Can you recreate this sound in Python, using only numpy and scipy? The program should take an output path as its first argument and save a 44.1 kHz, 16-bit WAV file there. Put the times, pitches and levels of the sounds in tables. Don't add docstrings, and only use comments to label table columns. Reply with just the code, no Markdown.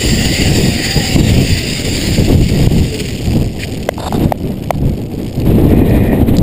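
import sys
import numpy as np
from scipy import signal
from scipy.fft import rfft, irfft, next_fast_len
from scipy.io import wavfile
from scipy.ndimage import uniform_filter1d, map_coordinates

SR = 44100
rng = np.random.default_rng(int(sys.argv[2]) if len(sys.argv) > 2 else 0)


def output_pcm(signal):
    pcm = np.clip(np.atleast_2d(signal).T, -1, 1) * 32767
    wavfile.write(sys.argv[1], SR, np.round(pcm).astype(np.int16))


N = 283122
REFERENCE_RATE = 119.6


def amp(db):
    return 10 ** (np.asarray(db) / 20)


def unit(x):
    return x / np.sqrt(np.mean(x ** 2) + 1e-20)


def curves(rows):
    times, *columns = np.transpose(rows)
    return [np.interp(np.arange(N) / SR, times, column) for column in columns]


def wobble(rate):
    knots = rng.standard_normal(4000)
    return map_coordinates(knots, [np.arange(N) * rate / SR], mode="mirror")


def noise():
    return rng.standard_normal(N)


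def filtered(x, response):
    size = next_fast_len(N + 8192)
    spectrum = rfft(x, size) * response(np.fft.rfftfreq(size, 1 / SR))
    return irfft(spectrum, size)[..., :N]


def coloured(x, points):
    point_hz, point_db = np.transpose(points)

    def response(hz):
        return amp(np.interp(np.log(hz + 1), np.log(point_hz), point_db))

    return unit(filtered(x, response))


def patchy(x, depth_db):
    frames = signal.stft(x, nperseg=1024)[2]
    field = rng.standard_normal(frames.shape)
    field = uniform_filter1d(field, size=5, axis=0)
    field = uniform_filter1d(field, size=12, axis=1)
    return signal.istft(frames * amp(depth_db * unit(field)))[1][:N]


def add(track, s, sound):
    room = track[round(s * SR):][:len(sound)]
    room += sound[:len(room)]


def strokes(rows):
    swell = np.zeros(N)
    for s, length, db in rows:
        shape = signal.windows.tukey(max(int(length * SR), 8), .5)
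        add(swell, s, amp(db) * shape)
    return swell


def friction(modes, rows, grain_db):
    def body(f):
        return sum(amp(db) / (1 + ((f - hz) / half_width) ** 2) for hz, half_width, db in modes)

    slips = noise() * amp(grain_db * wobble(430))
    return unit(filtered(slips, body)) * strokes(rows)


def doublings(rate):
    return np.log2(rate / REFERENCE_RATE)


# start in seconds, length in seconds, buffet level in dB, churn level in dB before wind's trim.
GUSTS = [(.025, 0.28, -12, -21), (0.385, 0.31, -11, -17.5), (0.946, .03, -10, -16),
         (1.141, 0.088, -4, -10.5), (1.288, 0.11, -5.5, -14), (1.482, .04, -9, -37),
         (1.833, 0.13, -17.5, -24), (2.016, 0.092, -14.5, -22.5), (2.167, 0.042, -4.5, -12.5),
         (2.276, 0.074, -5.5, -11.5), (2.32, 0.11, -5, -40), (2.505, 0.23, -10, -17),
         (2.702, 0.11, -7.5, -28), (3.233, 0.053, -14, -25.5), (3.293, 0.13, -11, -20.5),
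         (4.129, .13, -14.5, -16.5), (4.427, 0.035, -13.5, -20), (4.733, 0.026, -10.5, -28),
         (4.801, 0.073, -11, -22), (5.175, .08, -22, -26), (5.358, 0.06, -12.5, -21.5),
         (5.445, 0.23, -7.5, -12), (5.684, 0.17, -7, -10), (5.886, 0.16, -8, -12), (6.07, 0.27, -11, -13.5),
         (6.367, 0.14, -3, -12.5)]
GUST_RISE_S, GUST_FALL_S = 0.011, 0.054
BREEZE_BUFFET_DB, BREEZE_CHURN_DB = -21, -25.5
BREEZE_DB_PER_DOUBLING = 0.5


def airflow(rate):
    t = np.arange(N) / SR
    breeze_db = BREEZE_DB_PER_DOUBLING * doublings(rate)
    power = amp([breeze_db + BREEZE_BUFFET_DB, breeze_db + BREEZE_CHURN_DB]) ** 2
    for s, length, buffet_db, churn_db in GUSTS:
        rise = 1 - np.exp(-np.maximum(t - s, 0) / GUST_RISE_S)
        fall = np.exp(-np.maximum(t - s - length, 0) / GUST_FALL_S)
        power += (amp([[buffet_db], [churn_db]]) * rise * fall) ** 2
    return 10 * np.log10(power)


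# frequency in Hz, relative level in dB.
BUFFET = [(12, -6), (30, -7.5), (90, 0), (150, -2), (230, -8.5), (400, -24.5), (800, -38), (1500, -80)]
CHURN = [(100, -15.5), (230, 2), (340, -1), (500, -8), (750, -17), (1050, -31.5), (1500, -42), (3000, -81)]
PORT = [(3000, 5), (6000, -41), (8500, -19), (10000, -20), (10800, -9), (11650, 12.5), (12450, 7.5),
        (13300, -38), (14200, -1), (15500, -6.5)]
RUSH = [(700, 14), (1400, -7), (2000, 2), (3000, -1), (3800, -1), (4800, -13.5), (6000, -22), (8300, -9),
        (10000, -6.5), (10800, -23), (14200, -15)]


def wind(rate, churn_gain_db=1, port_db=-22, rush_db=-13, rush_growth=1.08, side_db=-11, side_growth=2.86):
    buffet_db, churn_db = airflow(rate)
    eddies = wobble(45)
    buffet = coloured(noise(), BUFFET) * amp(buffet_db + 0.27 * eddies)
    churn_flicker_db = 0.8 * eddies + 2.47 * wobble(160)
    churn = coloured(noise(), CHURN) * amp(churn_db + churn_gain_db + churn_flicker_db)
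    port = coloured(noise(), PORT) * amp(churn_db + port_db + 2 * eddies)
    rush = coloured(noise(), RUSH) * amp(rush_growth * churn_db + rush_db + 2.5 * eddies)
    side = coloured(noise(), BUFFET) * amp(side_db + side_growth * np.maximum(buffet_db, churn_db))
    return buffet + churn + port + rush + np.array([side, -side])


# start in seconds, level in dB, length in seconds.
THUMPS = [(1.161, 7.5, 0.0061), (1.21, 3, 0.0053), (2.221, 5.5, 0.0059), (2.299, -5, 0.003),
          (2.67, 12.5, 0.009), (4.256, 3.5, 0.0063), (5.449, -17, 0.00517), (6.131, -1, 0.002)]


def thumps():
    out = np.zeros(N)
    for s, db, length in THUMPS:
        turn = np.linspace(0, 2 * np.pi, int(length * SR))
        add(out, s, amp(db) * np.sin(turn) * np.sin(turn / 2))
    return out


# start in seconds, level in dB.
CLINKS = [(5.8961, -30), (5.908, -32), (6.368, -18), (6.385, -14.5)]
# frequency in Hz, relative level in dB, 60 dB decay time in seconds.
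STEEL = [(4100, -4, 0.016), (4640, -4, 0.02), (4970, -2, 0.016), (7000, -4, 0.016), (7660, -12, 0.032),
         (9300, -25, .03), (14700, -17, .025)]


def clinks():
    out, t = np.zeros(N), np.arange(SR // 10) / SR
    for s, db in CLINKS:
        for hz, mode_db, t60 in STEEL:
            phase = 2 * np.pi * hz * t + 0.12 * np.cumsum(rng.standard_normal(len(t)))
            level_db = db + mode_db + rng.normal(0, 1.8)
            add(out, s, amp(level_db - 60 * t / t60) * np.sin(phase))
    return out


# start in seconds, length in seconds, level in dB.
SCRAPES = [(3.983, 0.017, -32), (3.994, 0.018, -22), (4.008, 0.057, -23.5), (4.055, 0.036, -19),
           (4.133, 0.04, -23), (4.226, 0.045, -28), (4.734, 0.027, -31)]
# frequency in Hz, half-width in Hz, relative level in dB.
SCRAPE_MODES = [(720, 210, 20), (1020, 96, -13), (1570, 330, -2), (3670, 100, 8.5), (4430, 320, 3),
                (7470, 160, 3), (8400, 76, 3), (11140, 250, 0), (13000, 250, -29)]


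def scrapes():
    return friction(SCRAPE_MODES, SCRAPES, grain_db=1)


# start in seconds, level in dB before panning, ring in Hz, overtone in Hz, relative overtone level in dB.
KNOCKS = [(3.8892, 12.5, 594, 2010, -8.5), (3.9800, -5.5, 860, 1370, -16), (4.059, -17, 840, 3470, -22),
          (4.0780, -6.5, 870, 3600, -8), (4.124, 1.5, 770, 1390, -18), (4.321, 11.5, 700, 1960, -26),
          (4.7060, 13.5, 710, 910, -7)]
KNOCK_LEFT_DB = 0.95


def knocks(crack_db=-16, port_db=-26, contact=0.0016, t60=0.008):
    out, t = np.zeros(N), np.arange(SR // 20) / SR
    fade = (1 - np.exp(-t / 0.0021)) * amp(-60 * np.maximum(t - contact, 0) / t60)
    for s, db, ring_hz, upper_hz, upper_db in KNOCKS:
        ring = np.sin(2 * np.pi * ring_hz * t) + amp(upper_db) * np.sin(2 * np.pi * upper_hz * t)
        crack = amp(crack_db) * signal.lfilter([.5], [1, -.5], rng.standard_normal(len(t)))
        port = amp(port_db) * np.sin(2 * np.pi * 12000 * t)
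        add(out, s, amp(db) * fade * (ring + crack + port))
    return out * amp([[KNOCK_LEFT_DB], [-KNOCK_LEFT_DB]])


# start in seconds, length in seconds, level in dB.
RUBS = [(0.73, 0.22, -26), (3.58, 0.078, -32.5), (3.623, 0.022, -30), (5.673, 0.21, -32),
        (5.835, 0.39, -30)]
# frequency in Hz, half-width in Hz, relative level in dB.
FLANGE_MODES = [(1883, 120, -3), (2150, 95, -15), (2460, 99, -5.5)]


def rubs():
    return friction(FLANGE_MODES, RUBS, grain_db=2.0)


# multiple of the strand rate, relative level in dB, pitch flutter as a share.
WHINE_ORDERS = [(3.25, 22, .03), (8.6, 8, .03), (11.7, 6, .025)]
WHINE_BELOW_DB = -37


def whine(rate, rolling_db):
    leaning = strokes([(s, length, db) for s, length, db, _ in LEANS])
    whine_db = 20 * np.log10(amp(rolling_db + WHINE_BELOW_DB) + leaning)
    body_hz, body_db = np.transpose(TROLLEY)
    out = np.zeros(N)
    for multiple, db, flutter in WHINE_ORDERS:
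        pitch = multiple * rate * (1 + flutter * wobble(150))
        level_db = whine_db + db + np.interp(pitch, body_hz, body_db) + 3 * wobble(29.58)
        out += np.sqrt(2) * amp(level_db) * np.sin(2 * np.pi * np.cumsum(pitch) / SR)
    return out


def strand_ticks(rate, scatter, size_db, t60):
    strand = np.arange(1500)
    late, size = rng.standard_normal((len(strand), 2)).T
    strands_passed = np.cumsum(rate) / SR
    at = np.interp(strand + scatter * late, strands_passed, np.arange(N), right=N).astype(int)
    kicks = np.bincount(at, amp(size_db * np.clip(size, -2, 2)), N + 1)[:N]
    t = np.arange(SR // 20) / SR
    burst = amp(-60 * t / t60) * (1 - np.exp(-t / 0.00021))
    return unit(signal.fftconvolve(kicks, burst)[:N] / np.sqrt(rate))


# frequency in Hz, relative level in dB.
TROLLEY = [(500, -2), (1250, -18), (1650, -11), (1950, 1), (2400, -3.5), (2900, 1), (3300, -8.5),
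           (3680, -2), (4080, -11.5), (4750, 3.5), (5350, -6.5), (6000, -24), (6700, -7.5), (7300, -0.5),
           (7900, -15.5), (9000, -12.5), (10000, -12.5), (10900, -48), (13200, -47), (14000, -16.5),
           (15200, -13)]
TICKS = [(700, -23), (1500, -11.5), (2200, 0.5), (2950, 3.5), (3900, -5.5), (4500, 1.5), (5300, -1.5),
         (6000, -24), (6800, -1), (7600, -7.5), (9200, -6.5), (10800, -23.5), (13200, -18), (14400, -12),
         (15300, -19.5)]
# start in seconds, length in seconds, level in dB.
CATCHES = [(2.995, 0.019, -20.5), (3.59, 0.052, -28), (3.63, 0.026, -26), (4.2333, 0.02, -32),
           (4.5766, 0.012, -51), (5.231, 0.002, -32), (5.354, 0.0044, -30), (5.4002, 0.0011, -26),
           (5.418, 0.0036, -30)]
# start in seconds, length in seconds, whine dB before each partial's level, change of rolling level in dB.
LEANS = [(0.683, 0.51, -50.5, -2), (2.773, 0.39, -50.5, 1)]
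ROLL_DB, ROLL_DB_PER_DOUBLING = -30.5, 14
SWAY_DB, SWAY_PER_S = 1.1, 11
BEARING_SHARE = 0.048


def trolley(rate, roll_db=1.5, tick_db=3, blur_rate=160):
    level_db = ROLL_DB + ROLL_DB_PER_DOUBLING * doublings(rate)
    level_db += sum(db * strokes([(s, length, 0)]) for s, length, _, db in LEANS)
    front = strand_ticks(rate, scatter=.16, size_db=3, t60=.018)
    rear = strand_ticks(rate, scatter=.45, size_db=3, t60=.018)
    blur = 1 / (1 + (blur_rate / rate) ** 3)
    ticks = coloured(noise() * front + noise() * rear, TICKS)
    ticks = ticks * amp(tick_db + SWAY_DB * wobble(SWAY_PER_S))
    hiss = coloured(patchy(noise(), depth_db=2.93), TROLLEY) * amp(roll_db)
    rolling = np.sqrt(np.maximum(blur, BEARING_SHARE)) * hiss + (1 - blur) * ticks
    rolling = rolling * amp(level_db + 1.47 * wobble(55))
    catches = coloured(noise(), TICKS) * strokes(CATCHES)
    return rolling + catches + whine(rate, level_db)


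# time in seconds, strands passed per second.
SPEED = [(0, 216), (.35, 232), (.72, 216), (.98, 243), (1.14, 228), (1.27, 194), (1.52, 216), (1.75, 180),
         (2.12, 194), (2.42, 150), (2.9, 138), (3.2, 111), (3.5, 92), (4.1, 84), (4.4, 59), (5.5, 63),
         (6.42, 30)]


def scene():
    rate, = curves(SPEED)
    gear = clinks() + scrapes() + knocks()
    return wind(rate) + thumps() + gear + rubs() + trolley(rate)


TOP_HZ = 15400


def record(dry, ceiling_db=0.0, mismatch_db=0.34):
    lag, attack, release = .0025, .001, .04
    knee = 8
    t = np.arange(N) / SR
    ceilings_db = ceiling_db + np.array([[mismatch_db], [-mismatch_db]])
    over_db = np.maximum(20 * np.log10(np.abs(dry) + 1e-9) - ceilings_db, 1e-6)
    held_db = np.exp(np.maximum.accumulate(np.log(over_db) + t / release, axis=1) - t / release)
    late_db = [np.interp(t - lag, t, held) for held in held_db]
    keep = np.exp(-1 / (attack * SR))
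    duck_db = signal.lfilter([1 - keep], [1, -keep], late_db)
    limited = dry * amp(-duck_db)
    saturated = limited / (1 + np.abs(limited) ** knee) ** (1 / knee)
    return filtered(saturated, lambda hz: hz < TOP_HZ)


dry = scene()
out = record(dry)
output_pcm(out)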